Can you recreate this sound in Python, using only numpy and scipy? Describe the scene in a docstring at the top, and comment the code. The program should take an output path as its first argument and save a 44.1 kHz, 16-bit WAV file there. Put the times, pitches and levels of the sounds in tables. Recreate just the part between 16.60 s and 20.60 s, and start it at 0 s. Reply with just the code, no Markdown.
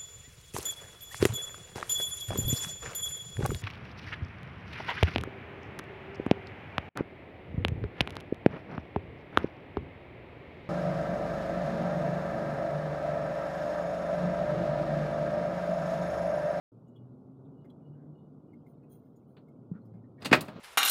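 """Road rumble and engine hum fill the cabin of a slowly moving car, with a faint, intermittent whine.
Metal beads on a string, twirled round a finger, tick and rattle as light contacts excite their modes.
The car thumps over a joint in the road, setting its panels into damped vibration. At the end the beads
clack together, strike the door trim hard and settle, while a hand brushes along it with friction noise."""
import sys
import numpy as np
from scipy import signal
from scipy.fft import rfft, irfft
from scipy.io import wavfile

SR = 44100
rng = np.random.default_rng(int(sys.argv[2]) if len(sys.argv) > 2 else 0)


def put_to_file(sound):
    """Save the sound as 16-bit audio at rate SR, in the file named by the first command-line argument."""
    columns = np.atleast_2d(sound).T  # one column per channel
    safe = np.clip(columns, -1, 1)
    whole_steps = np.round(safe * 32767)
    wavfile.write(sys.argv[1], SR, whole_steps.astype(np.int16))


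N = 176400
T = np.arange(N) / SR

# light bead contacts: (time [s], level [dB], pitch [Hz], spread of partials [Hz], t60 [s], splash [dB])
TICKS = [(.275, -87.5, 6800, 510, .1, -3), (0.354, -67.5, 3315, 338.4, 0.078, -19),
         (.846, -84.5, 3620, 292, 0.096, -14), (1.0, -92, 3960, 400, .15, -20),
         (1.044, -72, 2090, 151.8, 0.078, -11), (1.094, -68, 3330, 396, 0.056, -14),
         (1.58, -90, 3580, 394, 0.23, -21.5), (1.929, -69, 2150, 69.5, 0.056, -18),
         (2.061, -70, 2130, 68.5, 0.057, -12), (2.229, -78, 2520, 352, 0.1, -14),
         (2.557, -77.5, 6840, 150, 0.073, -5), (2.878, -77, 2160, 78.8, .08, -8),
         (3.21, -91, 4200, 101, 0.13, -12), (3.248, -89, 5200, 500, .12, 3),
         (3.335, -80, 2130, 200, 0.18, -13), (3.436, -76.5, 1820, 247, 0.091, -26),
         (3.578, -62, 1870, 450, 0.097, -33), (3.614, -57.5, 4860, 350, 0.092, -25)]
# spectrum of a tick's splash and of the string's hiss: (frequency [Hz], level [dB])
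SPARKLE_SPECTRUM = [(2000, -6.5), (13000, 2.5), (14600, 7), (15800, -6)]
# envelope of the beads' rattle: (time [s], level [dB])
RATTLE_LEVEL = [(0.13, -99), (1.7, -100.5), (2.3, -94), (3.0, -98), (3.4, -96)]
# bead-on-bead collisions: (time [s], level [dB], tilt [dB/octave], attack [s], t60 [s])
CLACKS = [(3.604, -77, 7, .003, .15), (3.62, -44.5, -3, 0.0031, 0.14), (3.6462, -34, -1, 0.0048, 0.13),
          (3.655, -29.5, -1, 0.003, 0.069), (3.749, -41.5, 13, 0.0025, 0.076),
          (3.8067, -38, 8.5, 0.0038, 0.064), (3.842, -62, 4, .006, 0.24), (3.88, -54, 0, 0.0025, 0.072)]
# spectrum of a clack: (frequency [Hz], level [dB])
CLACK_SPECTRUM = [(200, 9.5), (600, 2), (1100, 0), (2000, 1.5), (2700, 0), (3400, 0), (4400, 1),
                  (5500, -8.5), (8800, -8), (11000, -12), (16000, -18)]
# normal modes of the beads: (frequency [Hz], level [dB], t60 [s])
BEAD_MODES = [(2543, -5, 0.075), (2780, -6, 0.1), (3735, -0.5, 0.025), (4160, -6, 0.069),
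              (4650, -3.5, 0.044), (6476, -24, 0.13), (8400, -16, 0.12)]
# the door trim, jolted by the bump and struck by the beads:
# (time [s], level [dB], tilt [dB/octave], crack [dB], attack [s], t60 [s])
KNOCKS = [(1.044, -53, -7, 6, 0.0037, .08), (3.149, -73, -14, 10, 0.014, 0.26),
          (3.339, -56, -9.5, 17, 0.022, 0.28), (3.7136, -16, -0.5, 15, 0.0042, 0.23),
          (3.7285, 1.5, -0.5, 16.5, 0.003, 0.1), (3.8827, -26, -5.5, 11, 0.0018, 0.11)]
# broadband response of the trim: (frequency [Hz], level [dB])
TRIM_SPECTRUM = [(75, -34), (130, -1.5), (300, -3), (600, 3.5), (850, -2), (1020, -2), (1600, 0),
                 (2600, 0.5), (3200, -8.5), (4600, -9.5), (6000, -23), (8700, -24), (10500, -34.5),
                 (16000, -33)]
# normal modes of the trim: (frequency [Hz], level [dB], t60 [s])
TRIM_MODES = [(257.4, 2, 0.18), (331.5, -2, 0.19), (611, 2.5, 0.16), (752, -14, 0.36), (1116, 0.5, 0.092),
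              (1270, 6.5, 0.069), (1543, -6, 0.18), (1643, 3, 0.11), (1775, 2, 0.1), (1920, -13.5, 0.3),
              (2255, -8, 0.091), (2270, -14, 0.067), (2460, -6, 0.12), (2790, -12, 0.088),
              (3394, -9.5, 0.13), (4070, -19, 0.094), (4920, -7, 0.057)]
# the string sliding round the finger: (time [s], level [dB], attack [s], t60 [s])
SLIDES = [(2.06, -78.5, 0.044, 0.16), (2.291, -62, 0.041, 0.17), (2.40, -86, 0.064, 0.45),
          (2.56, -84, 0.0056, 0.19), (2.669, -82.5, .02, .35), (3.23, -85, 0.033, 0.13)]
# resonances of the string's small fittings: (frequency [Hz], bandwidth [Hz], level [dB])
FITTING_MODES = [(3270, 17, -10), (4030, 80, -11), (6420, 280, -8.5), (9380, 120, 2), (10770, 290, -5.5),
                 (12112, 340, -7), (14200, 110, 3), (14630, 250, -4), (15000, 300, 3.5)]
# the string snapping against the fingers: (time [s], level [dB], tilt [dB/octave], t60 [s])
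SNAPS = [(1.098, -78.5, 7.5, 0.06), (2.766, -55, 5, 0.11)]
# spectrum of a snap: (frequency [Hz], level [dB])
SNAP_SPECTRUM = [(500, 19), (1300, -1.5), (2500, -9.5), (4400, -15), (5200, -44), (16000, -54)]
# thumps of the car body and door: (time [s], level [dB], pitch [Hz], attack [s], t60 [s])
THUMPS = [(3.1137, -24.5, 173.4, 0.0021, 0.071), (3.15, -37, 213, 0.0028, 0.1),
          (3.337, -38.5, 176, 0.012, 0.084), (3.7169, -8, 274, 0.00126, 0.022),
          (3.732, -25.5, 297, 0.0025, 0.043)]
# envelope of the hand brushing the door: (time [s], level [dB])
BRUSH_LEVEL = [(3.57, -88), (3.612, -52.5), (3.63, -46), (3.70, -47), (3.79, -37), (3.85, -48.5),
               (3.92, -48), (4.0, -47)]
# spectrum of the brushing: (frequency [Hz], level [dB])
BRUSH_SPECTRUM = [(30, -41), (60, -23), (110, 0.5), (200, -2), (300, -3.5), (430, -9), (600, -6.5),
                  (800, -16.5), (1200, -12.5), (1800, -23.5), (4000, -27.5), (6000, -42), (10000, -64),
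                  (16000, -54)]
# road flutter and a rattle after the bump: (time [s], level [dB], centre frequency [Hz], length [s])
FLUTTERS = [(1.4, -79.5, 1530, 0.11), (3.163, -61.5, 1336, 0.045)]
# course of the engine hum: (time [s], pitch [Hz], level [dB])
ENGINE_HUM = [(0.13, 117, -55), (0.45, 123, -52), (0.85, 135, -47.5), (1.1, 136, -53.5), (1.3, 146, -48.5),
              (1.55, 151, -48), (1.75, 151, -57), (2.0, 148, -51), (2.4, 149, -60.5), (2.85, 146, -61.5),
              (3.05, 114, -58), (3.3, 111, -55.5), (3.6, 115, -61.5)]
# envelope of the road rumble: (time [s], level [dB])
ROAD_LEVEL = [(0.15, -60), (0.72, -59), (0.74, -63.5), (0.8, -57), (2.57, -61), (3.05, -59)]
# spectrum of the road rumble: (frequency [Hz], level [dB])
ROAD_SPECTRUM = [(18, -85.5), (30, -52), (59, -26), (85, -16), (105, -10), (139, -2), (173, -7),
                 (262, -4.5), (293, -10), (387, -12), (467, -15.5), (1430, -37), (1790, -68.5), (2370, -66),
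                 (2600, -74), (3380, -62.5), (5720, -75.5)]
# swells of the faint whine: (time [s], level [dB], length [s])
WHINES = [(0.284, -88, 0.057), (0.382, -80, 0.094), (1.017, -87.5, 0.14), (1.26, -81.5, 0.056),
          (1.346, -83, 0.039), (1.575, -80.5, 0.058), (1.65, -89, 0.075), (1.901, -90.5, 0.046)]

ONSET_S, PANEL_LOW_CUT_HZ = 0.118, 99


def bead_ticks():
    """Impact excitation: each light touch gives a damped ping, rough partials and a splash of noise."""
    pings = splashes = 0
    for start, db, hz, spread_hz, t60, splash_db in TICKS:
        partials = sum(np.sin(2 * np.pi * ((hz + spread_hz * offset) * T + phase))
                       for offset, phase in rng.standard_normal(size=(4, 2)))
        tone = np.sin(2 * np.pi * hz * T) + from_db(-8 + 3.5 * drift(440)) * partials
        level = from_db(db) * envelope(start, attack=0.01, t60=t60)
        pings += level * tone
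        splashes += level * from_db(splash_db) * rng.standard_normal(N)
    return pings + colour(splashes, SPARKLE_SPECTRUM)


def bead_rattle():
    """Shot noise: sparse random contacts drive narrow resonances of the beads into a diffuse rattle."""
    tilt_db_per_octave = -4.5
    grains = 0
    for hz in np.geomspace(1600, 5200, 18):
        ringing = soft_resonance(touches(per_s=20), hz, width_hz=45)
        grains += from_db(tilt_db_per_octave * np.log2(hz)) * ringing
    return unit_rms(grains) * from_db(in_time(RATTLE_LEVEL)[0]) * (T > ONSET_S)


def bead_clacks():
    """Hard collision: brief contact between beads gives a broadband click and a short metallic ring."""
    out = 0
    for start, db, tilt_db, attack, t60 in CLACKS:
        click = colour(burst(start, attack, t60), CLACK_SPECTRUM, tilt_db)
        out += from_db(db) * (click + from_db(-4.5) * struck(start, BEAD_MODES))
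    return out


def trim_knocks():
    """Impulse response of the trim: a crack, its reflection off the window, scatter and panel modes."""
    echo_s, echo_db = 0.002324, 3
    low_cut = signal.butter(2, PANEL_LOW_CUT_HZ, "high", fs=SR, output="sos")
    out = 0
    for start, db, tilt_db, crack_db, attack, t60 in KNOCKS:
        crack = np.zeros(N)
        crack[int(start * SR)] = 1
        crack[int((start + echo_s) * SR)] += from_db(echo_db)
        impact = colour(from_db(crack_db) * crack + burst(start, attack, t60), TRIM_SPECTRUM, tilt_db)
        ringing = signal.sosfilt(low_cut, struck(start, TRIM_MODES))
        out += from_db(db) * (from_db(-13.5) * impact + from_db(-27.5) * ringing)
    return out


def string():
    """Sliding friction makes the string hiss and its fittings jingle; sudden tension makes it snap."""
    sliding = sum(from_db(db) * envelope(start, attack, t60) for start, db, attack, t60 in SLIDES)
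    hiss = colour(rng.standard_normal(N), SPARKLE_SPECTRUM)
    jingle = sum(from_db(db) * soft_resonance(touches(per_s=1700), hz, width_hz)
                 for hz, width_hz, db in FITTING_MODES)
    snaps = sum(from_db(db) * colour(burst(start, attack=0.0024, t60=t60), SNAP_SPECTRUM, tilt_db)
                for start, db, tilt_db, t60 in SNAPS)
    return sliding * (from_db(-3.5) * unit_rms(jingle) + from_db(-17.5) * hiss) + snaps


def panel_thumps():
    """Damped free vibration: each jolt swings a body or door panel at one low frequency."""
    swings = sum(from_db(db) * ring(start, hz, attack, t60) for start, db, hz, attack, t60 in THUMPS)
    band = signal.butter(2, [PANEL_LOW_CUT_HZ, 1100], "band", fs=SR, output="sos")
    return -signal.sosfilt(band, swings)


def hand_brush():
    """Friction noise: the hand rubs the door with a dull, uneven sound."""
    rub = colour(rng.standard_normal(N), BRUSH_SPECTRUM)
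    level_db = in_time(BRUSH_LEVEL)[0] + 2 * drift(60)
    return rub * from_db(level_db) * (T > BRUSH_LEVEL[0][0])


def road_flutter():
    """Band-limited noise: brief, soft mid-pitched rustles, a road flutter and a rattle after the bump."""
    out = 0
    for centre, db, hz, length in FLUTTERS:
        band = soft_resonance(rng.standard_normal(N), hz, width_hz=230)
        out += from_db(db) * swell(centre, length) * band
    return out * from_db(2 * drift(70))


def engine_hum():
    """Periodic vibration: the engine gives a fundamental and its octave, wavering in level and phase."""
    hz, level_db = in_time(ENGINE_HUM)
    phase = 2 * np.pi * np.cumsum(hz) / SR
    hum = 0
    for harmonic, harmonic_db in ((1, -3.476), (2, -9)):
        gain = from_db(level_db + harmonic_db + 6 * drift(14))
        hum += gain * np.sin(harmonic * phase + 0.61 * drift(12))
    return hum


def road_rumble():
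    """Random excitation: tyres rolling on the road fill the cabin with low-frequency noise."""
    return colour(rng.standard_normal(N), ROAD_SPECTRUM) * from_db(in_time(ROAD_LEVEL)[0] + 5.5)


def faint_hiss():
    """Noise floor: steady white noise, softened by a first-order low-pass."""
    high_cut = signal.butter(1, 12000, fs=SR)
    return from_db(-93.5) * signal.lfilter(*high_cut, rng.standard_normal(N))


def whine():
    """Amplitude and frequency modulation: one thin, unsteady tone comes and goes."""
    swells = sum(from_db(db) * swell(centre, length) for centre, db, length in WHINES)
    flicker = from_db(4.2 * drift(77))
    hz = 2900 + 9 * drift(130)
    return swells * flicker * np.sin(2 * np.pi * np.cumsum(hz) / SR)


def struck(start, modes):
    """Modal superposition: one blow starts every mode, each with a random sign and a slight delay."""
    return sum(rng.choice([-1, 1]) * from_db(db)
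               * ring(start + 0.00156 * rng.random(), hz, attack=0.00034, t60=t60)
               for hz, db, t60 in modes)


def ring(start, hz, attack, t60):
    """Damped oscillator: a single struck mode."""
    return np.sin(2 * np.pi * hz * (T - start)) * envelope(start, attack, t60)


def burst(start, attack, t60):
    """Diffuse reverberation: dense cabin reflections smear a contact into decaying noise."""
    return rng.standard_normal(N) * envelope(start, attack, t60)


def touches(per_s):
    """Poisson process: small random contacts of uneven strength."""
    return ((rng.random(N) < per_s / SR) + 1e-9) * rng.standard_normal(N)


def soft_resonance(x, hz, width_hz):
    """Cascaded resonators: two in series, the second twice as wide, give soft onsets; unit rms."""
    for bandwidth in (width_hz, 2 * width_hz):
        radius = np.exp(-np.pi * bandwidth / SR)
        feedback = [1, -2 * radius * np.cos(2 * np.pi * hz / SR), radius * radius]
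        x = unit_rms(signal.lfilter([1, 0, -1], feedback, x))
    return x


def colour(x, spectrum, tilt_db=0):
    """Minimum-phase filter: imposes a spectrum, tilted per octave; white noise keeps its power."""
    hz, db = np.transpose(spectrum)
    octave = np.log2(np.maximum(np.arange(N + 1) * SR / (2 * N), 1))
    shape_db = np.interp(octave, np.log2(hz), db + tilt_db * np.log2(hz / hz[0]))
    octaves_below = np.clip(np.log2(hz[0]) - octave, 0, 4)
    gain = unit_rms(from_db(shape_db - 9.5 * octaves_below))
    cepstrum = irfft(np.log(gain + 1e-9))
    causal = np.r_[cepstrum[0], 2 * cepstrum[1:N]]  # folded so that nothing sounds before its cause
    return irfft(rfft(x, 2 * N) * np.exp(rfft(causal, 2 * N)))[:N]


def envelope(start, attack, t60):
    """Exponential decay: after a linear rise, the level falls 60 dB in t60 seconds."""
    age = T - start
    rise = np.clip(age / max(attack, 1e-4), 0, 1)
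    return rise * from_db(-60 * np.clip((age - attack) / t60, 0, 4))


def swell(centre, length):
    """Gaussian envelope: a smooth rise and fall."""
    return np.exp(-(2 * (T - centre) / length) ** 2)


def drift(per_s):
    """Random modulation: straight lines between values of unit variance."""
    knots = rng.standard_normal(4000)
    return np.interp(T * per_s, np.arange(len(knots)), knots)


def in_time(rows):
    """Linear interpolation: each column of a curve at every sample."""
    times, *columns = np.transpose(rows)
    return [np.interp(T, times, column) for column in columns]


def from_db(db):
    """Decibel scale: level to amplitude ratio."""
    return 10 ** (np.asarray(db) / 20)


def unit_rms(x):
    """Normalisation to unit mean power."""
    return x / np.sqrt(np.mean(x ** 2) + 1e-20)


def scene():
    """Linear superposition: all sources add at the next seat, in one channel."""
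    onset = np.clip((T - ONSET_S) / 0.0022, 0, 1)
    cabin = (engine_hum() + road_rumble() + faint_hiss()) * onset + whine()
    impacts = panel_thumps() + trim_knocks() + bead_clacks() + bead_ticks() + bead_rattle()
    return (cabin + impacts + road_flutter() + string() + hand_brush())[None]


def record(dry):
    """Saturation and band limiting: peaks are rounded, then the top is cut steeply."""
    cutoff_hz = 15900
    high_cut = signal.ellip(10, 0.1, 80, cutoff_hz, fs=SR, output="sos")
    return signal.sosfilt(high_cut, np.tanh(dry))


dry = scene()
out = record(dry)
put_to_file(out)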